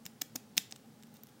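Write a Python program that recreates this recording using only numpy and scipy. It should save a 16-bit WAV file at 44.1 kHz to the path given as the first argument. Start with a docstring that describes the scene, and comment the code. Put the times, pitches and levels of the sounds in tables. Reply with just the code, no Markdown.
"""Clusters of sharp little clicks, short scrapes and soft bumps sound close by in a small quiet room.
They come from a thin steel pick worked inside a hand-held padlock. The pick scrapes over the pins and
clicks as it slips off them; the lock rings very briefly and bumps in the hand. A short room echo
follows each click, over a low drone and faint hiss."""
import sys
import numpy as np
from scipy import signal
from scipy.fft import rfft, irfft
from scipy.io import wavfile

SR = 44100
rng = np.random.default_rng(int(sys.argv[2]) if len(sys.argv) > 2 else 0)


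def master(y):
    """Save y as 16-bit WAV."""
    cut = np.clip(np.atleast_2d(y).T, -1, 1)
    pcm = np.round(cut * 32767)  # scale
    wavfile.write(sys.argv[1], SR, pcm.astype(np.int16))


N = 61739


def from_db(db):
    """Turn decibels into a number to multiply a sound by."""
    return 10 ** (np.asarray(db) / 20)


def rms_one(x):
    """Scale a sound so that its average strength (rms) is 1."""
    return x / np.sqrt(np.mean(x ** 2) + 1e-20)


def seconds(length):
    """The time of each sample, in seconds."""
    return np.arange(int(length * SR)) / SR


def fade(t, fade_s):
    """A dying curve. A fade time, here and below, is the time taken to drop by 60 dB."""
    return np.exp(-np.log(1000) * t / fade_s)


def add(out, start_s, x):
    """Mix x into out at the given time."""
    i = int(start_s * SR)
    out[i:i + len(x)] += x[:max(N - i, 0)]


def cut(x, hz, kind, order=2):
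    """Keep what lies below hz ("low") or above it ("high")."""
    return signal.sosfilt(signal.butter(order, hz, kind, fs=SR, output="sos"), x)


def bell(x, hz, q, db):
    """Lift or dip the sound around hz; a larger q makes the region narrower."""
    w, a = 2 * np.pi * hz / SR, from_db(db / 2)
    k = np.sin(w) / (2 * q)
    return signal.lfilter([1 + k * a, -2 * np.cos(w), 1 - k * a],
                          [1 + k / a, -2 * np.cos(w), 1 - k / a], x)


def ring(x, hz, fade_s):
    """Each push in x starts a dying tone."""
    r, w = fade(1 / SR, fade_s), 2 * np.pi * hz / SR
    return signal.lfilter([.5, 0, -.5], [1, -2 * r * np.cos(w), r * r], x + 1e-18)


def coloured_noise(spectrum):
    """Steady noise whose tone follows a list of (frequency [Hz], level [dB]) points."""
    hz, db = np.transpose(spectrum)
    freqs = np.maximum(np.fft.rfftfreq(N, 1 / SR), 1)
    shape = from_db(np.interp(np.log(freqs), np.log(hz), db))
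    return irfft(rfft(rng.standard_normal(N)) * shape, N)


def background():
    """A low room drone, an even hiss and a few wavering hums made of narrow bands of noise."""
    # tone of the drone: (frequency [Hz], relative level [dB])
    drone_shape = [(15, -64), (25, -25), (48, -24), (86, -18.5), (107, -8.5), (156, -2.5), (177, -10.5),
                   (223, 2.5), (249, -6), (266, -13), (308, -10), (374, -15.5), (412, -9.5), (659, -20),
                   (854, -14), (926, -23), (1200, -27), (1560, -37), (2640, -120)]
    # tone of the hiss: (frequency [Hz], relative level [dB])
    hiss_shape = [(590, -28), (1000, 4), (1820, -3.5), (2490, -8), (2890, -6.5), (5400, -7.5),
                  (8870, -10.5), (15100, -14), (15800, -5.5)]
    # hums in the room: (pitch [Hz], width [Hz], level [dB])
    hums = [(118.3, 8.8, -73), (158, 9.9, -73.5), (228, 23, -66.5), (242, 30, -74.5)]
    split_hz = 1320
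    drone = rms_one(cut(coloured_noise(drone_shape), split_hz, "low", order=4))
    hiss = rms_one(cut(coloured_noise(hiss_shape), split_hz, "high", order=4))
    out = from_db(-60.5) * drone + from_db(-65.5) * hiss
    freqs = np.fft.rfftfreq(N, 1 / SR)
    for hz, width, db in hums:
        band = rfft(rng.standard_normal(N)) / (1 + ((freqs - hz) / width) ** 2)
        out += from_db(db) * rms_one(irfft(band, N))
    return out


def echoes(delay_s, fade_s):
    """A dense, dying train of echoes with a total energy of 1."""
    t = seconds(0.46)
    tail = rng.standard_normal(len(t)) * fade(t, fade_s) * (t > delay_s)
    return tail / np.sqrt(np.sum(tail ** 2))


def room_echo(x):
    """The room answers with a short wash of echoes whose treble dies first."""
    delay_s, split_hz = 0.0067, 6600
    low_tail = cut(echoes(delay_s, fade_s=0.36), split_hz, "low")
    high_tail = cut(echoes(delay_s, fade_s=0.23), split_hz, "high")
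    # the room hears the lock from all sides, so its tones blur into one broad lift
    blurred = bell(x, hz=4180, q=0.17, db=6.5)
    return from_db(-14.5) * signal.fftconvolve(blurred, low_tail + high_tail)[:N]


def near_echo(x):
    """Sound bounces quickly off the hands and desk."""
    return from_db(-16.5) * signal.fftconvolve(x, echoes(delay_s=0.0018, fade_s=0.014))[:N]


def lock_bumps():
    """The lock bumps in the hand: a soft low thud with a short knock of its casing."""
    # bumps: (time [s], level [dB], thud pitch [Hz], knock gain [dB])
    bumps = [(.0560, -36.5, 173, -16.5), (0.2167, -39, 272, -1), (0.3556, -33, 260, -4.5),
             (0.5682, -35.5, 270, -18), (.5780, -32, 187.5, -3.5), (0.7248, -53, 238, 6)]
    # tones of the casing: (pitch [Hz], relative level [dB], fade time [s])
    casing_tones = [(292, -10, 0.05), (636, -2.5, 0.01), (744, -5.5, 0.027)]
    out, t = np.zeros(N), seconds(.1)

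    def tone(hz, fade_s):
        return np.sin(2 * np.pi * hz * t) * fade(t, fade_s)

    knock = sum(from_db(db) * tone(hz, fade_s) for hz, db, fade_s in casing_tones)
    soft_start = 1 - np.exp(-t / .002)
    for start_s, db, hz, knock_db in bumps:
        thud = tone(hz, fade_s=.042) * soft_start
        add(out, start_s, from_db(db) * (thud + from_db(knock_db) * knock))
    return cut(out, 127, "high")


def lock_body(force):
    """A push on the metal gives a sharp crack and tones that die almost at once."""
    # tones of the lock and pick: (pitch [Hz], relative level [dB], fade time [s])
    metal_tones = [(1270, -42, 0.0063), (1713, -20, 0.01), (2050, -15.5, 0.0049), (2490, -14.5, 0.0052),
                   (2860, -8, 0.0037), (3667, -5.5, 0.0049), (4200, -11, 0.0031), (5210, -9, 0.0033),
                   (5556, -8, 0.0045), (6150, -11, 0.0068), (6580, -15, 0.0074), (7280, -15.5, 0.0077),
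                   (8030, -17.5, 0.015), (8850, -23, 0.026), (12050, -13, 0.0074), (13800, -8.5, 0.0082),
                   (14900, -8.5, 0.0073)]
    ringing = sum(from_db(db - 6) * ring(force, hz, fade_s) for hz, db, fade_s in metal_tones)
    crack = from_db(2.5) * force
    return cut(ringing + crack, 420, "high")


def pick_scrapes():
    """Many tiny slips shake the lock while the pick drags over a pin."""
    # drags of the pick: (time [s], length [s], level [dB])
    drags = [(0.051, 0.025, -53), (0.212, 0.016, -46.5), (0.356, 0.011, -47), (0.5703, 0.018, -37.5),
             (0.756, .012, -58), (1.138, 0.038, -63.5), (1.283, 0.019, -67.5)]
    slips_per_s = 2500
    slips = rng.standard_normal(N) * (rng.random(N) < slips_per_s / SR)
    pressure = np.zeros(N)
    for start_s, length, db in drags:
        swell = np.sqrt(np.sin(np.pi * seconds(length) / length))
        add(pressure, start_s, from_db(db) * swell)
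    return pressure * rms_one(cut(lock_body(slips), 680, "high"))


def pick_strikes():
    """Pick hits pin: one sharp push and a gritty trail. Where it lands sets the pitch of its ring."""
    # strikes: (time [s], level [dB], bass cut [Hz], middle lift [dB], pick pitch [Hz],
    # pick ring lift [dB], treble lift [dB], grit against the push [dB], time for grit to fall to 37% [s])
    strikes = [ (.0550, -45, 2000, 4.5, 7260, 20.5, -2, -12, 0.00067),
               (.0627, -44, 890, -28, 7200, -6, 12, -1, 0.0008),
               (0.064, -29.5, 603, -3, 7500, -1, -11, -9.5, 0.00078),
               (0.2152, -35, 1090, 3, 5200, 10.5, -20, -3, 0.00046),
               (.2176, -35, 910, 1, 7700, 12, 19, -11, 0.0003),
               (0.2193, -24, 1010, 1.5, 5740, 8.5, -8.5, -10.5, 0.00078),
               (0.354, -39, 707, -12, 6800, -2, 0, -18, 0.00031),
               (0.3589, -22.5, 795, -16, 6500, -30, -8, -11.5, 0.00056),
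               (0.3576, -31, 700, -14, 6330, 14.5, 6, -12.5, 0.0008),
               (0.3602, -24, 450, -15.5, 5560, 11, -5.5, -10.5, 0.0011),
               (0.5689, -38, 890, 5, 7000, -10, 6, -6.5, 0.0019),
               (0.5765, -34.5, 1520, 1.5, 5200, 0, 22, -9.5, 0.00024),
               (0.5792, -13, 1680, 11, 6000, 1.5, -2.5, -17, 0.00092),
               (0.7104, -39.5, 1390, 1, 7400, 7, -11, -18, 0.00033),
               (0.7152, -50.5, 2000, 3, 7950, 15.5, 7, -9, 0.00055),
               (0.7225, -41.5, 1200, -12, 5540, 10, -10, -15, .0004),
               (0.7241, -33.5, 1500, 2.5, 5130, 16, -10, -17, 0.00058),
               (0.7611, -42, 1000, -3.5, 7600, 10.5, -33.5, -3, 0.00094),
               (1.0261, -47.5, 1190, -4.5, 6860, 13.5, -11, -10, 0.00065),
               (1.0345, -49, 1500, 3.5, 7060, 10.5, 1, -10, 0.00091),
               (1.0703, -55.5, 1510, -5, 7000, -6, 6, -8.5, .0005),
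               (1.141, -57, 1200, -11, 6000, 1, 5, -7, 0.0011),
               (1.1686, -53.5, 1200, -7, 3800, 6, 2, -7, 0.00076),
               (1.2352, -45.5, 900, -6, 5560, 8, 10.5, -6.5, 0.00051),
               (1.2702, -57.5, 1500, 4, 11000, 13.5, 5, -6.5, 0.00064), ]
    force, t = np.zeros(N), seconds(.01)
    for start_s, db, low_hz, middle_db, pick_hz, pick_db, treble_db, grit_db, grit_s in strikes:
        push = from_db(grit_db) * rng.choice([-1, 1], len(t)) * np.exp(-t / grit_s)
        push[0] = -1  # the sharp push comes first, then the grit
        push = cut(push, low_hz, "high")
        push = bell(push, hz=2700, q=1, db=middle_db)
        push = bell(push, hz=14800, q=0.91, db=treble_db)
        push = bell(push, hz=pick_hz, q=2.43, db=pick_db)
        add(force, start_s, from_db(db) * push)
    return force


def scene():
    """Mix the lock, its echoes and the background into one channel."""
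    force, scrape, bump = pick_strikes(), pick_scrapes(), lock_bumps()
    lock = lock_body(force) + scrape + bump
    into_room = force + scrape + from_db(-4) * bump  # the small lock sends little bass into the room
    return (lock + near_echo(lock) + room_echo(into_room) + background())[None]


def record(dry):
    """Cut away the very highest treble steeply."""
    top_cut = signal.firwin(161, cutoff=15900, window=("kaiser", 8), fs=SR)
    return signal.fftconvolve(dry, top_cut[None], "same", axes=1)


dry = scene()
out = record(dry)
master(out)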